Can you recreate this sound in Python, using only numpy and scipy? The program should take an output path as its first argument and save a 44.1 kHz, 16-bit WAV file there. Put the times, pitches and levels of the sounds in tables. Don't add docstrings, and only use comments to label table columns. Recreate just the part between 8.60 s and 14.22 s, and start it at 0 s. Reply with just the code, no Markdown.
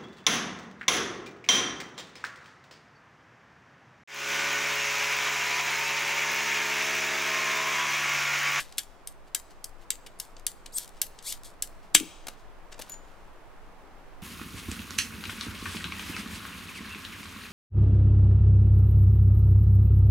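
import sys
import numpy as np
from scipy import signal
from scipy.fft import rfft, irfft
from scipy.io import wavfile
from scipy.ndimage import uniform_filter1d

SR = 44100
rng = np.random.default_rng(int(sys.argv[2]) if len(sys.argv) > 2 else 0)


def master(y):
    cut = np.clip(np.atleast_2d(y).T, -1, 1)
    pcm = np.round(cut * 32767)
    wavfile.write(sys.argv[1], SR, pcm.astype(np.int16))


N = 247842

FREQS = np.fft.rfftfreq(2048, 1 / SR)
# frequency_hz, level_db
SLIP_COLOUR = [(300, -19.5), (1200, -20.5), (2000, -7.5), (3200, -1.5), (5000, 1), (8000, 1.5),
               (12000, -2.5), (14500, -8), (16000, -13.5)]


def ratchet(beam_width_hz=420, beam_db=8):
    # start_s, level_db, length_s, low_db, high_db, resonance_hz
    clicks = [(0.001, -37, 0.01, 4.5, -5, 1900), (0.1234, -50.5, 0.0032, 0, -12, 4770),
              (0.1812, -26.5, 0.005, -5, -4, 3330), (0.19, -36, 0.0023, -8, -14, 4460),
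              (0.473, -37, 0.001, -9.5, -3, 8950), (0.7471, -25, .003, -4.5, -5, 7550),
              (1.042, -36, 0.0032, -14.5, -5, 5030), (1.304, -25.5, 0.002, -6, -7, 8000),
              (1.4627, -46, 0.0097, 4.5, -7, 4900), (1.5992, -33, .0035, -8.5, -2, 5050),
              (1.766, -53, .0024, -3, -39, 4750), (1.8661, -25.5, 0.0013, -10, -5, 10300),
              (2.06, -44, 0.0037, -1, -11, 4400), (2.1827, -29.5, .002, -12.5, -3.5, 11800),
              (2.4155, -23.5, 0.0031, -8.5, -3.5, 12500), (2.588, -48.5, 0.0027, -1.5, -21, 4750),
              (2.7235, -34, .003, -8, -8, 11900), (3.0225, -27, 0.0029, -10.5, -4.5, 7630),
              (3.3481, -9.5, 0.0039, .5, -7.5, 7620)]
    direct, outward = np.zeros(N), np.zeros(N)
    hardest_db = max(row[1] for row in clicks)
    for start, db, length, low_db, high_db, hz in clicks:
        thump_db = low_db + .5 * (db - hardest_db)
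        colour = curve([(60, thump_db - 15), (130, thump_db - 14), (350, thump_db - 2),
                        (600, low_db - 16.5), (1250, low_db - 11.5), (1750, low_db - 5),
                        (3000, low_db + 1.5), (5000, -3.8), (8000, 0), (11000, high_db + 2),
                        (14500, high_db - 3), (16000, high_db - 11)], FREQS)
        beam = beam_db / (1 + ((FREQS - hz) / beam_width_hz) ** 2)
        add(direct, start, amp(db + 1) * chatter(length, colour + beam))
        all_round = unit(impulse(colour + .2 * beam)) * np.sqrt(SR / 100)
        add(outward, start + length / 2, amp(db - 1) * all_round)
    return direct, outward + .62 * direct


def chatter(length, colour_db, rise=0.00046, t60=0.013):
    t = seconds(.02)
    burst = rng.standard_normal(len(t)) * np.minimum(t / rise, 1) * fade(np.maximum(t - length, 0), t60)
    spectrum = rfft(burst, 2 * (len(FREQS) - 1))
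    spectrum /= np.sqrt(abs(uniform_filter1d(abs(spectrum) ** 2, size=70)) + 1e-12)
    return unit(signal.fftconvolve(irfft(spectrum), impulse(colour_db))) * np.sqrt(SR / 100)


def blade_push(start, attack, hold, release, level_db, top_hz, octaves, glide, rough):
    swell_db, die_db, slowing_oct_per_s, creak_hz = 27.5, 30, 62, 260
    t = seconds(attack + hold + release)
    eased = np.maximum(t - attack - hold, 0)
    octaves_down = octaves * np.maximum(1 - t / glide, 0) + slowing_oct_per_s * eased
    rate_hz = np.maximum(top_hz / 2 ** octaves_down, creak_hz)
    db = level_db - swell_db * np.maximum(1 - t / attack, 0) - die_db * eased / release
    return start + t, rate_hz, db, rough + .05 * (t < glide) + .14 * (eased > 0)


def blade_friction(jitter=.55, uneven_db=10):
    # start_s, attack_s, hold_s, release_s, level_db, top_rate_hz, glide_octaves, glide_s, roughness
    pushes = [(0, 0.00065, .003, 0.068, -40, 990, 0, .01, 0.46),
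              (0.17, 0.0025, 0.0055, .003, -54, 4500, 1, .01, 0.5),
              (1.587, 0.0011, 0.00063, 0.061, -50, 12400, 0.28, .01, .02),
              (1.608, .002, 0.017, .16, -57.5, 260, 0, .01, 0.23),
              (2.122, .044, .004, .03, -30, 8300, 1.2, .026, .09),
              (2.173, .002, 0.0066, .01, -42.5, 7700, 0.7, .01, 0.2),
              (2.189, 0.0024, 0.045, 0.012, -47.5, 320, 0, .01, 0.08),
              (2.622, .048, .035, .07, -35.5, 3750, 1.6, .098, .1),
              (2.842, .003, 0.01, .1, -48.5, 730, 0, .01, 0.3),
              (3.342, 0.0037, .002, 0.0025, -23.5, 4500, 0, .006, 0.68)]
    out, taps = np.zeros(N), np.arange(-8, 9)
    for push in pushes:
        t, rate_hz, db, rough = blade_push(*push)
        slip_count = np.cumsum(rate_hz) / SR
        slip_s = np.interp(np.arange(slip_count[-1]), slip_count, t)
        rate_hz, db, rough = (np.interp(slip_s, t, track) for track in (rate_hz, db, rough))
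        offset, strength, drift = rng.standard_normal((len(slip_s), 3)).T
        place = (slip_s + jitter * rough * (offset + np.cumsum(drift) / 2) / rate_hz) * SR
        size = amp(db + uneven_db * np.minimum(rough, .5) * strength / 2) * np.sqrt(SR / rate_hz)
        index = np.round(place).astype(int)[:, None] + taps
        pulses = size[:, None] * np.sinc(index - place[:, None]) * np.hanning(len(taps))
        out += np.bincount(np.clip(index, 0, N - 1).ravel(), (pulses * (index >= 0)).ravel(), N)
    return signal.oaconvolve(out, unit(impulse(curve(SLIP_COLOUR, FREQS))))[:N]


def blade_jerks():
    # start_s, level_db
    jerks = [(1.796, -57), (2.2446, -49), (2.257, -55), (2.277, -51.5), (2.2913, -55.5), (2.6258, -52),
             (2.8344, -51.5)]
    out = np.zeros(N)
    for start, db in jerks:
        add(out, start, amp(db) * chatter(.0008, curve(SLIP_COLOUR, FREQS), rise=.0002, t60=.012))
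    return out


def cutter_body(x, ring_db=-12, t60=0.079, floor_db=-7, left_db=.8):
    # pitch_hz, width_hz, level_db
    modes = [(1639, 90, 10.5), (1950, 200, 6.5), (2291, 79, 3), (2760, 71, 3.5), (3170, 220, 6),
             (3852, 160, 5), (4194, 90, 2.5), (5400, 73, -0.5), (5750, 93, -4.5), (6970, 200, -2.5),
             (8250, 41, 0.5), (8616, 140, -1.5), (10400, 250, -2), (12300, 900, -4.5)]
    peaks = sum(amp(db) ** 2 / (1 + (2 * (FREQS - hz) / width) ** 2) for hz, width, db in modes)
    colour_db = 10 * np.log10(amp(floor_db) ** 2 + peaks)
    t = seconds(1)
    noise = irfft(stereo_spectra([(1000, .54), (8000, .85), (15000, .4)], SR))
    tail = noise * fade(t, t60) * np.minimum(t / .0056, 1)
    response = np.sqrt(2) * unit(signal.fftconvolve(tail, impulse(colour_db)[None], axes=1))
    ringing = amp(ring_db) * signal.fftconvolve(x[None], response, axes=1)[:, :N]
    return ringing * amp([[left_db], [-left_db]])


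def tube_wall(x, rattle_db=-3, t60=0.017):
    t = seconds(.03)
    response = amp(rattle_db) * unit(rng.standard_normal(len(t)) * fade(t, t60))
    response[0] += 1
    return signal.oaconvolve(x, unit(response))[:N]


def tube_pops(rise_s=0.0038):
    # pitch_hz, level_db, t60_s
    modes = [(299.7, 0.5, 0.15), (325, -2.5, 0.089), (373, -2, .041), (174.2, -15, .18)]
    # start_s, level_db
    pops = [(3.351, -35.5), (3.407, -31.5), (3.429, -35)]
    out = np.zeros(N)
    for start, db in pops:
        add(out, start, amp(db) * ring(modes) * np.minimum(seconds(.5) / rise_s, 1))
    return out


def ground_knocks():
    # start_s, level_db, length_s, low_db, high_db
    knocks = [(3.6686, -41, 0.0033, 2, -4), (3.683, -38, 0.0033, 3, -4.5), (4.123, -48, 0.0073, -6, -35),
              (4.141, -53.5, .004, 2.5, -24.5), (4.18, -55, .0026, 13, -12), (4.1913, -45, 0.0036, 9, -2),
              (4.196, -43, 0.0043, 13, 4), (4.215, -47, 0.0013, -26, -9), (4.2201, -42.5, 0.0012, -16, -5),
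              (4.2953, -45.5, .003, -3, 10), (4.319, -53, .0025, -11, 2), (4.339, -53.5, 0.0043, 3, -8)]
    # pitch_hz, level_db, t60_s
    blade_modes = [(6947, 0, 0.19), (9680, -19, 0.072)]
    # start_s, level_db
    touches = [(4.297, -42), (4.32, -36)]
    out = np.zeros(N)
    for start, db, length, low_db, high_db in knocks:
        colour = curve([(50, low_db - 1), (110, low_db - 6), (240, low_db - 2), (900, low_db + 1),
                        (2200, .43), (4000, .73), (8000, -1.1),
                        (12000, high_db), (16000, high_db - 10)], FREQS)
        add(out, start, amp(db + 2) * chatter(length, colour, t60=.0169))
    for start, db in touches:
        add(out, start, amp(db) * ring(blade_modes))
    return out


def rustle(grains_per_s=2500, spread_db=1.5, floor_db=-76.5):
    # peak_s, level_db, time_constant_s
    swells = [(0, -48, 0.069), (.68, -63, 0.0089), (.91, -57, 0.0098), (1.225, -58, 0.013),
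              (1.79, -63, 0.012), (2.37, -61, 0.022), (2.6, -67, .1), (3.24, -63, 0.019), (3.8, -66, .02),
              (4.125, -45, 0.0046), (4.214, -51, 0.013), (4.29, -56, 0.03), (4.5, -68.5, .1)]
    # frequency_hz, level_db
    colour = [(200, -8), (1500, 1), (4500, 0.5), (8000, -5), (15000, -15)]
    grains = rng.standard_normal(N) * amp(spread_db * np.minimum(rng.exponential(1, N), 3))
    grains *= rng.random(N) < grains_per_s / SR
    t = np.arange(N) / SR
    level = amp(floor_db) + sum(amp(db) * np.exp(-abs(t - peak) / tau) for peak, db, tau in swells)
    return unit(signal.oaconvolve(grains, impulse(curve(colour, FREQS)))[:N]) * np.sqrt(N) * level


def yard(direct, outward, left_db, near_db=-12, wall_db=-25, trees_db=-22, wall_s=.0495, lead_s=1.3e-5):
    # frequency_hz, level_db, t60_s
    trees = [(205.1, -2.5, 0.41), (970.5, 1, 0.88), (2220, -1.5, 0.74), (4500, -4.5, 1.), (8300, -6.5, .7),
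             (12220, 4.5, 0.22), (16280, 5, 0.59)]
    trees = np.array(trees)
    t = seconds(1)
    coherence = [(300, .63), (3000, .93), (8000, .53), (10000, .18), (15000, .35)]
    near, wall, far = (irfft(stereo_spectra(coherence, SR)) for _ in range(3))
    near = near * fade(t, t60=.13) * np.clip((t - .002) / .0053, 0, 1)
    wall = wall * (t > wall_s) * fade(abs(t - wall_s), t60=.016)
    hz, frame_s, bands = signal.stft(far, SR, nperseg=256)
    band_db, band_t60 = curve(trees[:, :2], hz), curve(trees[:, ::2], hz)
    bands = bands * amp(band_db)[:, None] * fade(frame_s, band_t60[:, None])
    far = signal.istft(bands, SR, nperseg=256)[1][:, :SR] * np.minimum(t / .042, 1)
    echoes = amp(near_db) * unit(near) + amp(wall_db) * unit(wall) + amp(trees_db) * unit(far)
    left, right = direct + signal.fftconvolve(outward[None], np.sqrt(2) * echoes, axes=1)[:, :N]
    delay = np.exp(-2j * np.pi * np.fft.rfftfreq(N, 1 / SR) * lead_s)
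    right = irfft(rfft(right) * delay, N)
    return np.array([left * amp(left_db), right * amp(-left_db)])


def open_air(start_db=-50, swell_db_per_s=0.5829):
    # frequency_hz, level_db
    colour = [(12, -8.5), (20, 4.5), (30, -14.5), (81, -22), (146, -26), (187, -24.5), (241, -27.5),
              (270, -24), (558, -24), (607, -23.5), (780, -23.5), (1120, -25.5), (2670, -37.5),
              (4180, -45.5), (16000, -56.5)]
    # frequency_hz, coherence
    coherence = [(60, 0.2), (150, 0.52), (380, 0.59), (950, 0.66), (2380, 0.49), (5980, -0.054),
                 (15000, 0.023)]
    # frequency_hz, left_minus_right_db
    balance = [(60, 2.4), (180, 0.5), (550, -0.6), (1650, -1.7), (4970, -0.85), (15000, -0.51)]
    hz = np.fft.rfftfreq(N, 1 / SR)
    side_db = np.outer([1, -1], curve(balance, hz)) / 2
    wash = irfft(stereo_spectra(coherence, N) * amp(curve(colour, hz) + side_db), N)
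    return unit(wash) * np.sqrt(2 * N) * amp(start_db + swell_db_per_s * np.arange(N) / SR)


def amp(db):
    return 10 ** (np.asarray(db) / 20)


def unit(x):
    return x / np.sqrt(np.sum(x ** 2) + 1e-20)


def curve(points, hz):
    point_hz, value = np.transpose(points)
    return np.interp(np.log(hz + 1), np.log(point_hz + 1), value)


def seconds(length):
    return np.arange(int(length * SR)) / SR


def fade(t, t60):
    return np.exp(-np.log(1000) * t / t60)


def add(mix, start_s, sound):
    part = mix[max(round(start_s * SR), 0):][:len(sound)]
    part += sound[:len(part)]


def impulse(db):
    log_gain = np.log(amp(np.r_[db, db[-2:0:-1]]))
    return irfft(np.exp(np.conj(signal.hilbert(log_gain)))[:len(FREQS)])


def ring(modes):
    t = seconds(.5)
    return sum(amp(db) * fade(t, t60) * np.sin(2 * np.pi * hz * t) for hz, db, t60 in modes)


def stereo_spectra(coherence, samples):
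    left, other = rfft(rng.standard_normal((2, samples)))
    alike = np.clip(curve(coherence, np.fft.rfftfreq(samples, 1 / SR)), -1, 1)
    return np.array([left, alike * left + np.sqrt(1 - alike ** 2) * other])


def scene():
    clicks, clicks_outward = ratchet()
    cutting = tube_wall(blade_friction()) + blade_jerks()
    handling = ground_knocks() + rustle()
    pops = tube_pops()
    ringing = cutter_body(clicks_outward + cutting)
    tool = yard(clicks + cutting + handling, clicks_outward + cutting + handling, left_db=1.5)
    return tool + ringing + yard(pops, pops, left_db=4) + open_air()


def record(dry, ceiling=.85, cutoff_hz=15900):
    rounded = dry / (1 + (dry / ceiling) ** 4) ** (1 / 4)
    lowpass = signal.firwin(255, cutoff_hz, window=("kaiser", 9), fs=SR)
    return signal.oaconvolve(rounded, lowpass[None], "same")


dry = scene()
out = record(dry)
master(out)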